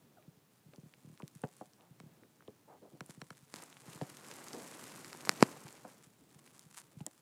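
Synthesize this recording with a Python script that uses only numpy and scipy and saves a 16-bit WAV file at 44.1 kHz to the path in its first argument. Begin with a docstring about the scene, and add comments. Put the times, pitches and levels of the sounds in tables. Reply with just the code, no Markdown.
"""Faint hiss and a thin electronic whine come first and last throughout; a faint squeak and soft knocks join in.
A hound on a woven rug in a quiet living room gnaws a bone held between its paws. Bone knocks on teeth
and floor, the wet mouth clicks, and a two-second bite crackles and ends in two hard snaps.
Hits ring filters shaped like floor, mouth and bone; crackle, fizz and strokes are random grains;
hiss is filtered noise, and whine and squeak are sine waves."""
import sys
import numpy as np
from scipy import signal
from scipy.fft import rfft, irfft
from scipy.io import wavfile

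SR = 44100
rng = np.random.default_rng(int(sys.argv[2]) if len(sys.argv) > 2 else 0)


def to_wav(sig):
    """Store sig (one row per channel, or 1-D mono) as 16-bit WAV at the path in sys.argv[1].

    Samples outside -1..1 are clipped; the rate is SR.
    """
    pcm = np.clip(np.atleast_2d(sig), -1, 1) * 32767
    pcm = np.round(pcm).astype(np.int16)
    wavfile.write(sys.argv[1], SR, pcm.T)  # frames by channels


N = 317961
TIME = np.arange(N) / SR  # seconds

# how strongly saliva fizzes between lips and bone: time_s, level_db
SALIVA_LEVEL = [(0.5, -82.5), (1.26, -73), (1.62, -70.5), (1.85, -82), (2.95, -82.5), (3.15, -71.5),
                (3.5, -70), (4.33, -65), (4.85, -60.5), (5.1, -63.5), (6.2, -76.5), (6.58, -66.5),
                (6.9, -75.5), (7.2, -71.5)]


def undb(db):
    """Turn decibels into gain."""
    return 10 ** (np.asarray(db) / 20)


def unit(x):
    """Scale a sound to an rms (average strength) of 1."""
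    return x / np.sqrt(np.mean(x ** 2))


def add(out, start_s, sound):
    """Mix a sound in at its start time, cutting whatever runs past the end."""
    i = int(round(start_s * SR))
    out[i:i + len(sound)] += sound[:len(out) - i]


def gain_curve(rows):
    """Gain over time from time_s, level_db rows; silent outside them."""
    time_s, level_db = np.transpose(rows)
    return undb(np.interp(TIME, time_s, level_db, left=-np.inf, right=-np.inf))


def flurries(rows, rise_s, fall_s):
    """Gain over time for bursts (peak_s, level_db) that swell quickly and die away."""
    total = np.zeros(N)
    for peak_s, level_db in rows:
        distance = np.maximum((peak_s - TIME) / rise_s, (TIME - peak_s) / fall_s)
        total += undb(level_db) * np.exp(-distance)
    return total


def walk(rate_hz):
    """Smooth random wandering with a spread near 1: random points joined by lines."""
    knots_s = np.arange(0, N / SR + 1, 1 / rate_hz)
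    return np.interp(TIME, knots_s, rng.standard_normal(len(knots_s)))


def grains(rate_hz, spread_db, clump_db=0, clump_rate_hz=150, limit=4.583):
    """Random tiny impulses of uneven strength that swell and fade in clumps; rms 1."""
    unevenness = np.minimum(rng.exponential(size=N), limit)
    sizes = undb(spread_db * unevenness + clump_db * walk(clump_rate_hz))
    happens = rng.random(N) < rate_hz / SR
    return unit(happens * sizes * rng.choice([-1, 1], N))


def colour(x, points, size=2048):
    """Filter a sound to a response given as pitch_hz, level_db rows, without sounding ahead of time."""
    pitch_hz, level_db = np.transpose(points)
    f = np.fft.rfftfreq(size, 1 / SR) + 1  # the 1 Hz avoids log(0)
    cepstrum = irfft(np.log(undb(np.interp(np.log(f), np.log(pitch_hz), level_db))))
    # folding the cepstrum forward moves the filter's energy to its start
    cepstrum[1:size // 2] *= 2
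    cepstrum[size // 2 + 1:] = 0
    impulse = irfft(np.exp(rfft(cepstrum)))
    return signal.fftconvolve(x, impulse)[:len(x)]


def resonance(f, hz, width_hz):
    """Response of one ringing mode, gain 1 at its centre; a wider mode dies sooner."""
    return 1j * f * width_hz / (hz ** 2 - f ** 2 + 1j * f * width_hz)


def lowpass(f, hz):
    """Response of a two-pole low-pass, which dulls a sound."""
    return 1 / (1 + 1j * np.sqrt(2) * f / hz - (f / hz) ** 2)


def highpass(f, hz):
    """Response of a two-pole high-pass, which thins a sound."""
    return -(f / hz) ** 2 * lowpass(f, hz)


def bending(f, lag_s, low_hz=150):
    """A bending wave carries treble faster than bass; low_hz arrives lag_s late."""
    return np.exp(-2j * np.pi * 2 * lag_s * np.sqrt(low_hz * f))


def struck(part):
    """Event rows for one part of the square hits, scaled by the strength of each hit."""
    # a tooth hits the bone squarely, rings it and knocks it on the floor: start_s, level_db
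    strikes = [(2.0012, -7.5), (3.0072, 1.5), (3.2166, -0.5), (3.3052, -3.5)]
    return [(start_s, level_db + part[0], *part[1:]) for start_s, level_db in strikes]


def background(hiss_db=-74, stir_db=-69.5):
    """Steady filtered hiss, a thin electronic whine of sines and the low stirring of the dog's body."""
    # colour of the hiss: pitch_hz, level_db
    hiss_colour = [(18, -58.5), (30, -25.5), (48, -29.5), (121, -1.5), (179, -2), (437, -5.5), (554, -17),
                   (801, -10.5), (1540, -12.5), (7270, -15.5), (13700, -16.5), (14800, -20.5),
                   (16000, -23.5)]
    # tones of the whine: pitch_hz, level_db (rms)
    whine_tones = [(14970, -88), (15030, -87)]
    stir_colour = [(40, -37.0), (130, 2.5), (300, -3.5),
                   (700, -12.5), (2000, -23.5), (8000, -33.0)]  # pitch_hz, level_db
    hiss = undb(hiss_db) * unit(colour(rng.standard_normal(N), hiss_colour))
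    whine = sum(undb(db) * np.sqrt(2) * np.sin(2 * np.pi * hz * TIME) for hz, db in whine_tones)
    stir = unit(colour(rng.standard_normal(N), stir_colour))
    return hiss + whine + undb(stir_db + 2 * walk(5.2)) * stir


def brushes(width=1.0, dull=0.87, rise=0.59):
    """Soft strokes catch on the ribs of the weave, swell quickly and die away."""
    # paws, ears and bone brush the rug: start_s, length_s, level_db, centre_hz
    strokes = [(0.733, 0.03, -58.5, 610), (1.774, 0.14, -68, 920), (2.214, 0.073, -62.5, 367),
               (2.673, 0.13, -58.5, 740), (2.815, 0.088, -56.5, 523), (2.916, 0.082, -60, 463),
               (4.523, 0.13, -49, 500), (6.186, 0.09, -66.5, 250)]
    out, f = np.zeros(N), np.fft.rfftfreq(N, 1 / SR)
    for start_s, length_s, level_db, hz in strokes:
        n = int(length_s * SR)
        catches = grains(rate_hz=3000, spread_db=-0.5, clump_db=1.5)
        # width and dull are multiples of the centre pitch
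        rug = resonance(f, hz, width * hz) * lowpass(f, dull * hz) * highpass(f, hz / 4)
        rub = irfft(rfft(catches) * rug)[:n]
        swell = np.sin(np.pi * np.linspace(0, 1, n) ** rise)
        add(out, start_s, undb(level_db) * unit(rub) * swell)
    return out


def saliva(fizz_db=1):
    """Small films of saliva burst as the lips work, in a flurry at each smack."""
    # colour of the fizz: pitch_hz, level_db
    fizz_colour = [(300, -24), (1000, 0.5), (3000, -6.5), (5500, -7), (7800, -2.5), (10500, -5),
                   (13000, -15), (16000, -53)]
    # the lips part with a short flurry of fizz: peak_s, level_db
    smacks = [(3.1, -62), (3.38, -68), (3.56, -60.5), (6.04, -69.5), (6.78, -58)]
    bursts = grains(rate_hz=1300, spread_db=4.5, clump_db=3.5)
    fizz = unit(colour(bursts, fizz_colour))
    strength = np.hypot(gain_curve(SALIVA_LEVEL), flurries(smacks, rise_s=0.027, fall_s=0.042))
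    return undb(fizz_db) * fizz * strength


def squeak(octave_db=-8):
    """The bone slips against a wet lip with a faint, ragged, falling squeak of two sines."""
    # path of the lip squeak: time_s, pitch_hz, level_db
    path = [(0.166, 803, -75), (0.18, 690, -60), (0.2, 618, -62.5), (0.225, 610, -82)]
    time_s, pitch_hz, level_db = np.transpose(path)
    waver = 1 + .07 * walk(450)  # roughens the pitch
    phase = 2 * np.pi * np.cumsum(np.interp(TIME, time_s, pitch_hz) * waver) / SR
    tone = np.sin(phase) + undb(octave_db) * np.sin(2 * phase)
    ragged = undb(6.2 * walk(195.0))
    return gain_curve(np.c_[time_s, level_db]) * ragged * tone


def stray_ticks(count=40, over_saliva_db=34.5, scatter_db=5, centre_hz=3300, octaves=1.2, width_hz=2500):
    """Event rows for faint ticks at random moments and pitches, stronger while the lips work."""
    times_s = rng.uniform(0, N / SR - .05, count)
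    levels_db = over_saliva_db + np.interp(times_s, *np.transpose(SALIVA_LEVEL))
    chances = rng.uniform(-1, 1, (count, 2))
    return [(start_s, level_db + scatter_db * loud, centre_hz * 2 ** (octaves * high), width_hz)
            for start_s, level_db, (loud, high) in zip(times_s, levels_db, chances)]


def clicks(size=1024, dull=1.32, slip_s=0.00054, slip_db=-9):
    """Each click rings one damped resonance of the mouth or bone; the tooth slips and touches again."""
    # the clearest clicks of tooth tips, tongue and lips: start_s, level_db, centre_hz, width_hz
    mouth_clicks = [(0.226, -34, 2680, 1000), (0.7363, -27.5, 2210, 2500), (0.7606, -31.5, 5500, 3700),
                    (0.9385, -24, 2320, 3000), (1.176, -32, 3630, 9900), (1.222, -22, 2500, 2200),
                    (1.279, -26.5, 7100, 14000), (1.3519, -27.5, 9300, 2500), (1.4183, -23.5, 8800, 1300),
                    (1.5671, -27, 9380, 1200), (1.7347, -27, 5380, 800), (1.809, -30.5, 3000, 1200),
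                    (2.235, -25.5, 1510, 1200), (2.407, -22.5, 1380, 600), (2.424, -24.5, 1270, 700),
                    (2.478, -25.5, 3250, 900), (3.0622, -22.5, 9400, 1500), (3.104, -32, 3500, 5000),
                    (3.328, -26, 1300, 700), (3.5602, -19.5, 5950, 8000), (3.6373, -16.5, 8130, 1200),
                    (3.7276, -22, 2430, 4000), (3.769, -20.5, 1810, 3000), (3.933, -25, 3140, 3000),
                    (4.014, -18.5, 3430, 1800), (4.17, -23.5, 6600, 9900), (4.484, -16.5, 6600, 2670),
                    (4.5325, -12.5, 5300, 1600), (5.6817, -24.5, 5860, 5200), (5.727, -17, 7810, 701),
                    (6.0391, -29, 7600, 1197), (6.476, -27, 2100, 3200), (6.594, -23, 7500, 5000),
                    (6.7687, -26, 8030, 4440), (6.7828, -22, 8250, 3010), (6.8005, -20, 8700, 1300),
                    (7.006, -24, 2920, 1000), (7.0652, -2, 7800, 1080)]
    # modes of the struck bone: level_db, centre_hz, width_hz
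    bone_modes = [(-4, 1350, 200), (-6.5, 1660, 220), (-10, 2200, 140), (-16, 3200, 180),
                  (-14.5, 4270, 800), (-14.5, 5580, 300), (-22, 7350, 1100)]
    out, f = np.zeros(N), np.fft.rfftfreq(size, 1 / SR)
    bone_rings = [row for mode in bone_modes for row in struck(mode)]
    rows = mouth_clicks + bone_rings + stray_ticks()
    for (start_s, level_db, hz, width_hz), chance in zip(rows, rng.random(len(rows))):
        delay_s = slip_s * (.5 + chance)
        touches = 1 + undb(slip_db) * np.exp(-2j * np.pi * f * delay_s)
        ring = resonance(f, hz, width_hz) * lowpass(f, dull * hz)
        add(out, start_s, undb(level_db) * irfft(touches * ring))
    return out


def knocks(size=4096, floor_hz=150, floor_width_hz=52, thump_db=16.5, lag_s=0.0071,
           cut_hz=122, sub_hz=76, softness=2.3, rebound_s=.026, rebound_db=-1.5):
    """Each knock chirps down through the floorboards into their low thump; a loose bone rebounds."""
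    # the bone bumps the floor: start_s, level_db, contact_brightness_hz, rebound_count
    bumps = [(0.274, -14, 231, 0), (0.365, -19, 149, 0), (0.654, -16.5, 157, 1), (0.778, -14, 405, 0),
             (0.829, -15.5, 262, 1), (1.042, -15.5, 302, 3), (1.227, -6.5, 380, 0), (1.352, -13, 200, 0),
             (1.433, -1.5, 445, 0), (1.902, -13.5, 149, 0), (2.031, -16.5, 300, 1), (2.929, -16, 200, 0),
             (3.090, -14.5, 553, 0), (3.171, -16, 300, 0), (3.42, -19.5, 150, 0), (3.875, -11.5, 190, 0),
             (3.949, -11, 150, 0), (4.014, -0.5, 380, 0), (5.643, -8, 149, 0), (6.061, -20, 159.4, 0),
             (6.351, -14, 139, 0), (6.654, -15.5, 138, 0), (6.963, -6.5, 139, 0), (7.004, -4.5, 247, 0)]
    # floor knock of a square hit: level_db, contact_brightness_hz, rebound_count
    strike_knock = (-12.5, 1060, 0)
    out, f = np.zeros(N), np.fft.rfftfreq(size, 1 / SR)
    radiation = highpass(f, cut_hz) * highpass(f, sub_hz)
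    floorboards = 1 + undb(thump_db) * resonance(f, floor_hz, floor_width_hz)
    for start_s, level_db, bright_hz, rebounds in bumps + struck(strike_knock):
        contact = lowpass(f, bright_hz) * lowpass(f, softness * bright_hz)
        knock = irfft(contact * floorboards * bending(f, lag_s) * radiation)
        for k in range(1 + round(rebounds)):  # each rebound is later and weaker
            add(out, start_s + k * rebound_s, undb(level_db + k * rebound_db) * knock)
    return out


def clacks(size=4096, lag_s=0.00469, dull=1.26, echo_s=.0093, echo_db=-6, echo_hz=900,
           cut_hz=145, skid_s=0.0055):
    """Teeth close on the bone and skid; the mouth's hollow rings; furniture sends back a dull echo."""
    # hollow clacks of teeth on bone: start_s, level_db, mouth_ring_hz, width_hz, upper_modes_db
    bites = [(1.2, -10, 1070, 450, -11), (1.4363, 7.5, 648, 450, 0.5), (1.6102, 1, 740, 500, -14),
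             (2.479, 1, 434, 220, -7), (4.0115, 7.5, 694, 151, -4), (5.8487, -4, 786, 700, -15),
             (7.003, -9, 814, 160, -9), (7.0636, -3.5, 770, 200, 2)]
    # modes of the mouth's hollow: multiple_of_ring, level_db
    mouth_modes = [(0.418, 2.5), (1, 1), (2.6, -10.5), (4.1, -20)]
    out, f = np.zeros(N), np.fft.rfftfreq(size, 1 / SR)
    echo = 1 + undb(echo_db) * lowpass(f, echo_hz) * np.exp(-2j * np.pi * f * echo_s)
    for start_s, level_db, ring_hz, width_hz, upper_db in bites:
        skid = rng.standard_normal(size) * np.exp(-TIME[:size] / skid_s)
        contact = 1 + .5 * rfft(skid / np.linalg.norm(skid))
        hollow = 0
        for k, mode_db in mouth_modes:
            gain = undb(mode_db + upper_db * (k > 2))  # only the upper modes get upper_db
            mode = resonance(f, k * ring_hz, min(k, 1) * width_hz)
            hollow = hollow + gain * mode * lowpass(f, dull * k * ring_hz) ** 2
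        clack = contact * hollow * highpass(f, cut_hz) * bending(f, lag_s) * echo
        add(out, start_s, undb(level_db) * irfft(clack))
    return out


def crunch(crackle_db=3, grind_db=2, surge_db=0.53, register_hz=(900, 3300, 9000), overlap=1.0):
    """Fibres of every size break under pressure in three registers, over tooth grinding on bone."""
    # one long bite, its pressure under the back teeth: time_s, level_db
    bite = [(3.78, -81), (3.87, -62), (4.17, -63), (4.33, -59), (4.85, -58.5), (5.15, -59.5), (5.5, -61),
            (5.75, -66), (5.92, -68.5), (6.05, -92)]
    # colour of crackle and grinding: pitch_hz, level_db
    bite_colour = [(40, -27), (80, -15), (140, 4), (350, 2.5), (600, -3.5), (1050, -5), (2000, -8.5),
                   (3400, -16), (5500, -14), (7800, -13), (10500, -17), (13000, -18.5), (16000, -30)]
    # the bone yields and the crackle surges: peak_s, level_db
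    yields = [(3.56, -58.5), (3.92, -67.5), (5.28, -54.5), (5.41, -55.5), (5.88, -68)]
    f = np.fft.rfftfreq(N, 1 / SR)
    breaks = 0
    for hz in register_hz:
        snapping = grains(rate_hz=1100, spread_db=4, clump_db=5.0)
        breaks = breaks + rfft(snapping) * resonance(f, hz, overlap * hz)
    fibres = unit(colour(irfft(breaks, N), bite_colour))
    cheek_colour = [(300, -2), (1200, -3.5), (10000, -5.5)]  # pitch_hz, level_db
    through_cheek = colour(rng.standard_normal(N), cheek_colour)
    grinding = unit(colour(through_cheek, bite_colour))
    pressure = np.hypot(gain_curve(bite), flurries(yields, rise_s=.016, fall_s=.115))
    surges = undb(surge_db * walk(25))
    return pressure * surges * (undb(crackle_db) * fibres + undb(grind_db) * grinding)


def cracks(thud_lag_s=0.00041, recoil_s=.00032, recoil_db=-4):
    """A fracture snaps one way and recoils the other; the jaws then jolt shut with a thud."""
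    # the bone gives way: start_s, snap_db, jaw_thud_db
    fractures = [(3.5406, -12.5, -5), (5.0465, -18, -33), (5.1302, -15.5, -30), (5.2517, -15.5, -26),
                 (5.2935, 9, 7.5), (5.4072, -17.5, -18.5), (5.4095, -15, -1.5), (5.4264, 6.5, 30),
                 (5.435, -10.5, -2.5)]
    # colour of a fracture's snap: pitch_hz, level_db
    snap_colour = [(60, -17), (300, -1), (650, -9.5), (1200, -1), (2500, -2.5), (3500, -8), (4500, -4.5),
                   (6300, -4), (8000, -10.5), (11000, -16), (16000, -33.5)]
    # colour of the thud that it sends through the jaw: pitch_hz, level_db
    thud_colour = [(40, -46.5), (80, -22.5), (130, -6.5), (220, 1), (400, -3), (750, -10.5), (1050, -8),
                   (1800, -14.5), (4000, -40.5), (16000, -63)]
    snaps, thuds = np.zeros(N), np.zeros(N)
    for start_s, snap_db, thud_db in fractures:
        add(snaps, start_s, [-undb(snap_db)])
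        add(snaps, start_s + recoil_s, [undb(snap_db + recoil_db)])
        add(thuds, start_s + thud_lag_s, [undb(thud_db)])
    return colour(snaps, snap_colour) + colour(thuds, thud_colour)


def room(x, t60_s, wet_db, first_s=0.0098):
    """A short, soft tail from a carpeted room: noise that fades by 60 dB in t60_s."""
    # colour of the tail: pitch_hz, level_db
    room_colour = [(50, -21), (150, -2), (400, 8.5), (1000, 1.5), (3000, -12), (8000, -5), (16000, -16.5)]
    t = TIME[:SR // 2]
    noise = colour(rng.standard_normal(len(t)), room_colour)
    tail = noise * undb(-60 * t / t60_s) * (t > first_s)
    evened = np.sqrt(t60_s * SR / np.log(1e6))  # keeps long tails from being louder
    return undb(wet_db) * signal.fftconvolve(x, tail)[:N] / evened


def scene():
    """The snaps fly straight out of the mouth at the microphone; knocks and clacks stir the room more."""
    mouth = brushes() + saliva() + squeak() + clicks() + crunch() + cracks()  # rug strokes share its tail
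    floor, teeth = knocks(), clacks()
    tails = room(mouth, t60_s=0.49, wet_db=-33)
    tails += room(floor, t60_s=0.13, wet_db=-11.5)
    tails += room(teeth, t60_s=0.13, wet_db=-13.5)
    return (background() + mouth + floor + teeth + tails)[None]


def record(dry, top_hz=16100):
    """The recorder cuts the top with a steep low-pass."""
    return signal.sosfilt(signal.ellip(8, .2, 70, top_hz, fs=SR, output="sos"), dry)


dry = scene()
out = record(dry)
to_wav(out)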